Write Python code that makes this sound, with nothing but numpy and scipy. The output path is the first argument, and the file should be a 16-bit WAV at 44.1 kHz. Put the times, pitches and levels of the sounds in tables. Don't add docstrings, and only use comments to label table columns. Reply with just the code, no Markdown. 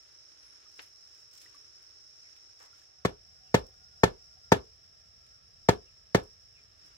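import sys
import numpy as np
from scipy import signal
from scipy.fft import rfft, irfft, next_fast_len
from scipy.io import wavfile
from scipy.ndimage import uniform_filter1d

SR = 44100
rng = np.random.default_rng(int(sys.argv[2]) if len(sys.argv) > 2 else 0)


def materialize(psi):
    bounded = np.clip(np.atleast_2d(psi).T, -1, 1)
    quanta = np.round(bounded * 32767).astype(np.int16)
    wavfile.write(sys.argv[1], SR, quanta)


N = 307371
TIME = np.arange(N) / SR
AGE = np.arange(SR // 2) / SR

# start_s, strength_db, note_hz, note_db (re strength), sharpness_db
BLOWS = [(3.049, -11.5, 1102, -10, 0.7), (3.542, -5.5, 913, -8, 0.35), (4.033, -5, 892, -1.5, 2.5),
         (4.518, -4, 904, -1, 1), (5.6864, -5, 902, -1.5, -0.1), (6.146, -6.5, 906, -7, -0.95)]


def from_db(db):
    return 10 ** (np.asarray(db) / 20)


def rms_one(x):
    return x / np.sqrt(np.mean(x ** 2) + 1e-20)


def at_hz(points, hz, axis=1):
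    points = np.array(points)
    return np.interp(np.log(np.maximum(hz, 1)), np.log(points[:, 0]), points[:, axis])


def dying(t60_s):
    return np.exp(-np.log(1000) * AGE / t60_s)


def add(out, start_s, sound):
    start = round(start_s * SR)
    out[:, start:start + sound.shape[-1]] += sound[..., :N - start]


def drift(rate_hz):
    knots = rng.standard_normal(4096)
    return rms_one(np.interp(TIME * rate_hz, np.arange(len(knots)), knots))


def swell(peak_s, rise_s, fade_s):
    edge_db = -15.5
    away = np.where(TIME < peak_s, (peak_s - TIME) / rise_s, (TIME - peak_s) / fade_s)
    return from_db(edge_db * np.minimum(away, 4) ** 2)


def lean(x, pan_db):
    return x * from_db([[pan_db / 2], [-pan_db / 2]])


def place(x, pan_db, lag_s):
    delayed = np.interp(AGE - lag_s, AGE, x, left=0)
    return lean(np.array([x, delayed]), pan_db)


def noise(spectrum, size=N, likeness=None):
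    # frequency_hz, likeness (-1 to 1)
    default_likeness = [(60, 0.9), (130, 0.6), (290, 0.05), (640, -0.52), (1000, -0.51), (1400, -0.028),
                        (3100, 0), (5400, -.15), (8000, 0.11), (16000, -0.31)]
    hz = np.maximum(np.fft.rfftfreq(size, 1 / SR), 1)
    mid, side = rfft(rng.standard_normal((2, size)))
    alike = np.clip(at_hz(likeness or default_likeness, hz), -1, 1)
    pair = np.sqrt(1 + alike) * mid + np.sqrt(1 - alike) * side * [[1], [-1]]
    ends = np.minimum(1, np.minimum(hz / spectrum[0][0], spectrum[-1][0] / hz)) ** 6
    return rms_one(irfft(pair * ends * from_db(at_hz(spectrum, hz)), size))


def steady(spectrum):
    return noise(spectrum, size=next_fast_len(N))[:, :N]


def ring(modes, rise_s):
    chance = rng.standard_normal((len(modes), 2)) * [1.0, .005]
    out = np.zeros(len(AGE))
    for k, ((hz, db, t60_s), (extra_db, detune)) in enumerate(zip(modes, chance)):
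        sine = np.sin(2 * np.pi * hz * (1 + detune) * AGE)
        out += (-1) ** k * from_db(db + extra_db) * dying(t60_s) * sine
    return out * (1 - np.exp(-(AGE / rise_s) ** 2))


def chirr(rate_hz, depth):
    rates_hz = rate_hz * (1 + .15 * rng.standard_normal(3))
    throbs = np.zeros(N)
    for insect_hz in rates_hz:
        wandering_hz = insect_hz * (1 + .08 * drift(6))
        throbs += np.sin(2 * np.pi * np.cumsum(wandering_hz) / SR)
    return rms_one(np.exp(depth * throbs))


def outdoors():
    # frequency_hz, relative_db
    air_pile, air_hut = [(15, -51), (25, -34.5), (40, -5.5), (64, 3.5), (119, 0.5), (158, -10.5),
                         (267, -14), (362, -4.5), (535, -6.5), (597, -3), (962, -11.5), (1300, -6.5),
                         (3040, -12.5), (4500, -14), (5850, -64.5), (9900, -120)], [(15, -54), (25, -17), (76, -1.5), (304, -26), (395, -19),
                                           (512, -20), (665, -17), (941, -28), (1330, -20.5), (1490, -28),
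                                           (1660, -20.5), (2010, -25), (2610, -25.5), (3470, -26),
                                           (4500, -26), (5850, -63.5), (9900, -120)]
    insects_pile, insects_hut = [(4300, -22.5), (4750, -22), (5000, -12), (5280, -1), (5520, -1),
                                 (5750, -14.5), (6030, -12.5), (6600, -24.5), (8000, -31.5), (9500, -39),
                                 (11000, -34), (12500, -40.5), (16000, -57.5)], [(4300, -25.5), (4750, -20), (5000, -6), (5230, 0),
                                                       (5480, 1.5), (5680, -4.5), (5850, -13.5),
                                                       (6400, -23), (7300, -22.5), (9300, -35),
                                                       (11000, -31), (12500, -36.5), (16000, -37.5)]
    # time_s, level_db
    chorus_curve = [(0.0, -59.5), (0.21, -58.5), (1.96, -57.5), (2.33, -57.5), (3.03, -62), (4.08, -61),
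                    (4.76, -62), (6.97, -62)]
    air_pile_db, air_hut_db = -70, -66
    insects_pile_db, insects_hut_db = 2, 3
    cut_s, crossfade_s = 3.084, 0.23
    past_cut = np.clip((TIME - cut_s) / crossfade_s + .5, 0, 1)
    chorus_db = np.interp(TIME, *np.transpose(chorus_curve))
    shrill = from_db(chorus_db + .9 * drift(25)) * chirr(rate_hz=50, depth=0.055)
    pile = from_db(air_pile_db) * steady(air_pile)
    pile = pile + from_db(insects_pile_db) * shrill * steady(insects_pile)
    hut = from_db(air_hut_db) * steady(air_hut)
    hut = hut + from_db(insects_hut_db) * shrill * steady(insects_hut)
    return np.sqrt(1 - past_cut) * lean(pile, pan_db=-2.4) + np.sqrt(past_cut) * lean(hut, pan_db=-2.0)


def tone(hz, waver, flutter_db, waver_rate_hz=100):
    lag_s = .00026
    phase = 2 * np.pi * np.cumsum(hz * (1 + waver * drift(waver_rate_hz))) / SR
    pair = np.sin([phase, phase - 2 * np.pi * hz * lag_s])
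    return from_db(flutter_db * drift(32)) * np.sqrt(2) * pair


def far_chirp():
    peak_s, edge_s, top_hz, drop_hz, level_db = .48, 0.13, 11030, 300, -76.5
    arch = swell(peak_s, edge_s, edge_s)
    return from_db(level_db) * arch * tone(top_hz - drop_hz * (1 - arch), waver=.006, flutter_db=1.0)


def far_tones():
    # peak_s, rise_s, fade_s, pitch_hz (at the peak), sag_hz_per_s, level_db
    tone_rows = [(3.9, 1.1, 2.8, 1425, 62, -76.5), (3.6, 1.5, 1.5, 750, 15, -82.5)]
    out = np.zeros((2, N))
    for peak_s, rise_s, fade_s, hz, sag, db in tone_rows:
        sinking_hz = hz - sag * (TIME - peak_s)
        out += from_db(db) * swell(peak_s, rise_s, fade_s) * tone(sinking_hz, waver=.016, flutter_db=5.0)
    return out


def peeps():
    # peak_s, pitch_hz (at the peak), level_db
    peep_rows = [(.47, 2300, -78), (2.26, 2200, -67), (3.47, 2920, -72.5), (5.34, 1605, -69),
                 (5.89, 2570, -71), (6.57, 2640, -65), (6.9, 1600, -72)]
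    rise_s, fade_s, sag_hz_per_s = 0.031, 0.057, 7300
    out = np.zeros((2, N))
    for peak_s, hz, db in peep_rows:
        falling_hz = hz - sag_hz_per_s * (TIME - peak_s)
        whistle = tone(falling_hz, waver=.06, flutter_db=3.0, waver_rate_hz=500)
        out += from_db(db) * swell(peak_s, rise_s, fade_s) * whistle
    return out


def rustle():
    # frequency_hz, relative_db
    crisp_colour, scuff_colour = [(2500, -11), (5000, -3), (7500, -2), (10000, -14), (15000, -12)], [(300, 4.5), (900, -3.5), (1400, 3), (2200, -1), (4500, -3),
                                                 (7000, -5)]
    # peak_s, rise_s, fade_s, crisp_db, scuff_db
    move_rows = [(.07, 0.24, 0.11, -75, -73), (.62, 0.66, 0.096, -80, -66.5),
                 (.82, 0.15, 0.07, -65.5, -68.5), (1.17, 0.27, 0.12, -70, -70.5),
                 (1.36, 0.051, 0.097, -57.5, -69.5), (1.43, 0.03, .25, -74, -67.5),
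                 (1.86, 0.67, 0.23, -84, -70), (2.35, 0.37, 0.39, -80, -70.5),
                 (2.63, 0.05, 0.066, -63, -69), (2.769, 0.061, .13, -71, -67.5),
                 (6.57, 0.024, 0.2, -81, -73), (6.89, .18, 0.24, -78, -67)]
    crisp = steady(crisp_colour) * rms_one(from_db(5.0 * drift(500)))
    scuff = steady(scuff_colour) * rms_one(from_db(2.0 * drift(200)))
    out = np.zeros((2, N))
    for peak_s, rise_s, fade_s, crisp_db, scuff_db in move_rows:
        both = from_db(crisp_db) * crisp + from_db(scuff_db) * scuff
        out += swell(peak_s, rise_s, fade_s) * both
    return out


def taps():
    # start_s, level_db, pitch_hz, width_octaves, t60_s
    tap_rows = [(0.79, -47, 825, 1.5, 0.071), (0.7931, -40.5, 2350, 0.83, 0.029),
                (0.82, -55, 11100, 0.26, 0.014), (.863, -60.5, 9000, 1, 0.0091),
                (1.334, -65, 8000, .7, .02), (1.416, -54.5, 4970, 1.2, 0.073),
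                (1.549, -61.5, 10100, 0.44, 0.0078), (1.824, -62, 5000, 1.9, 0.026),
                (2.364, -57, 3000, 1.3, 0.027), (2.603, -57.5, 1000, 1.03, 0.41),
                (3.667, -59, 6940, 1.5, 0.014), (5.265, -61, 2980, 1.5, 0.024),
                (6.235, -58, 8000, 0.91, 0.011), (6.862, -61, 5000, 1.43, 0.026)]
    out = np.zeros((2, N))
    for start_s, db, hz, width, t60_s in tap_rows:
        colour = [(hz * 2 ** (k * width), -6 * k * k) for k in (-2, -1, 0, 1, 2)]
        envelope = dying(t60_s) + from_db(-14) * dying(0.3)
        add(out, start_s, from_db(db) * noise(colour, size=len(AGE)) * envelope)
    return out


def slat():
    # start_s, level_db, pitch_hz, t60_s
    ring_rows = [(.66, -59, 1245, 0.053), (1.461, -44, 1920, 0.02), (1.545, -55.5, 1164, 0.085),
                 (2.729, -59, 1380, 0.082), (2.818, -57, 1700, 0.027)]
    out = np.zeros((2, N))
    for start_s, db, hz, t60_s in ring_rows:
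        note = ring([(hz, db, t60_s)], rise_s=0.0011)
        add(out, start_s, place(note, pan_db=-5.0, lag_s=.00003))
    return out


def scatter(build_s, ragged_db):
    # frequency_hz, relative_db, t60_s
    tail_bands = [(45, -1.5, 0.31), (130, -2, .18), (308, -4.5, 0.2), (444, 3, 0.22), (594, -3, 0.2),
                  (830, -1.5, 0.1654), (1080, -11, 0.2), (1550, -12, 0.16), (1716, -3.5, 0.1),
                  (1992, -11.5, 0.13), (4050, -20, 0.16), (7050, -25, 0.13), (10025, -34, .15),
                  (16000, -42, 0.13)]
    edges_hz = np.geomspace(30, 17000, 25)
    bins_hz = np.fft.rfftfreq(len(AGE), 1 / SR)
    spectrum = rfft(noise(tail_bands, size=len(AGE)))
    lumps = uniform_filter1d(rng.standard_normal((len(edges_hz), len(AGE))), size=300, mode="wrap")
    tail = np.zeros((2, len(AGE)))
    for low, high, lump in zip(edges_hz, edges_hz[1:], lumps):
        band = irfft(spectrum * ((bins_hz >= low) & (bins_hz < high)), len(AGE))
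        decay = dying(at_hz(tail_bands, np.sqrt(low * high), axis=2))
        tail += band * decay * rms_one(from_db(ragged_db * rms_one(lump)))
    return tail * (1 - np.exp(-(AGE / build_s) ** 2))


def yard(direct):
    # frequency_hz, level_db, t60_s
    hollow_modes = [(379, -40.5, .29), (440, -41, .29)]
    # delay_s, left_db, right_db
    echo_rows = [(0.042, -33, -25.5)]
    scatter_db = -16
    out = np.zeros((2, N))
    for start_s, strength_db, *_ in BLOWS:
        tail = from_db(scatter_db) * scatter(build_s=0.003, ragged_db=1.3)
        hollow = place(ring(hollow_modes, rise_s=0.017), pan_db=1.0, lag_s=.0004)
        add(out, start_s, from_db(strength_db) * (tail + hollow))
    for delay_s, left_db, right_db in echo_rows:
        add(out, delay_s, direct * from_db([[left_db], [right_db]]))
    return out


def thump(centre_s, hz):
    u = (np.pi * hz * (AGE - centre_s)) ** 2
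    return (1 - 2 * u) * np.exp(-u)


def crunch(contact_s, t60_s, grain_db):
    # frequency_hz, relative_db
    fibre_colour = [(800, -0.5), (2200, 4), (2700, -10), (3300, -4), (4200, -2), (5600, -4), (7200, -8.5),
                    (9000, -15.5), (11000, -25), (16000, -19.5)]
    # frequency_hz, likeness (-1 to 1)
    fibre_likeness = [(1000, 0.32), (2500, -.5), (7000, -.25), (12000, -0.12)]
    wander = uniform_filter1d(rng.standard_normal(len(AGE)), size=16) * np.sqrt(16)
    grains = rms_one(from_db(grain_db * wander))
    hold = np.minimum(1, dying(t60_s) * np.exp(np.log(1000) * contact_s / t60_s))
    onset = 1 - np.exp(-AGE / 0.0007)
    return noise(fibre_colour, size=len(AGE), likeness=fibre_likeness) * grains * hold * onset


def blows():
    # frequency_hz, relative_db, t60_s
    body_modes, wall_modes = [(55, -24, 0.17), (111, -11, .126), (179.3, -2.5, .068), (225, -2.5, 0.032),
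                              (353.6, 3.5, 0.015), (397.6, 9, 0.023), (511, 0.5, 0.05), (412, -13.5, .16),
                              (596.4, -1.5, 0.044), (706.4, -2, 0.0422)], [(1115, 18.5, 0.022), (1310, 1, 0.07), (1360, 8, 0.04),
                                                  (1507, 1.5, 0.06), (1782, 15, 0.041), (1723, -2, .14),
                                                  (2153, 3, 0.04), (2450, -4, 0.035), (3380, -1.5, 0.092),
                                                  (3428, -2, 0.039), (4047, -3.5, .035)]
    ground_db, body_db, clack_db, crack_db = -3.5, -7, -24, -19
    thump_trade = 0.3
    out = np.zeros((2, N))
    for start_s, strength_db, note_hz, note_db, sharp_db in BLOWS:
        ground = from_db(ground_db - thump_trade * sharp_db) * thump(centre_s=0.00622, hz=272.8)
        body = from_db(body_db) * ring(body_modes, rise_s=0.0026)
        note = ring([(note_hz, note_db, .035)], rise_s=0.0024)
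        wall = from_db(clack_db + sharp_db) * ring(wall_modes, rise_s=0.0022)
        crack = from_db(crack_db + sharp_db) * crunch(contact_s=0.0085, t60_s=.035, grain_db=3.5)
        blow = place(ground, pan_db=-3.0, lag_s=.00005)
        blow = blow + place(body, pan_db=0.0, lag_s=0.00031)
        blow = blow + place(note, pan_db=5.0, lag_s=0.00019)
        blow = blow + place(wall, pan_db=0.7, lag_s=0.00018)
        blow = blow + lean(crack, pan_db=0.75)
        add(out, start_s, from_db(strength_db) * blow)
    return out


def scene():
    direct = blows()
    distant = outdoors() + far_chirp() + far_tones() + peeps()
    return distant + rustle() + taps() + slat() + yard(direct) + direct


def record(dry):
    dip_hz, dip_q, dip_db = 8340, 4, -6
    ceiling, cutoff_hz = .85, 16000
    left, right = signal.sosfilt(signal.butter(3, 33, "high", fs=SR, output="sos"), dry)
    band = signal.lfilter(*signal.iirpeak(dip_hz, dip_q, fs=SR), right)
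    pair = np.array([left, right + (from_db(dip_db) - 1) * band])
    rounded = pair / (1 + (pair / ceiling) ** 6) ** (1 / 6)
    return signal.sosfilt(signal.ellip(10, .1, 80, cutoff_hz, fs=SR, output="sos"), rounded)


dry = scene()
out = record(dry)
materialize(out)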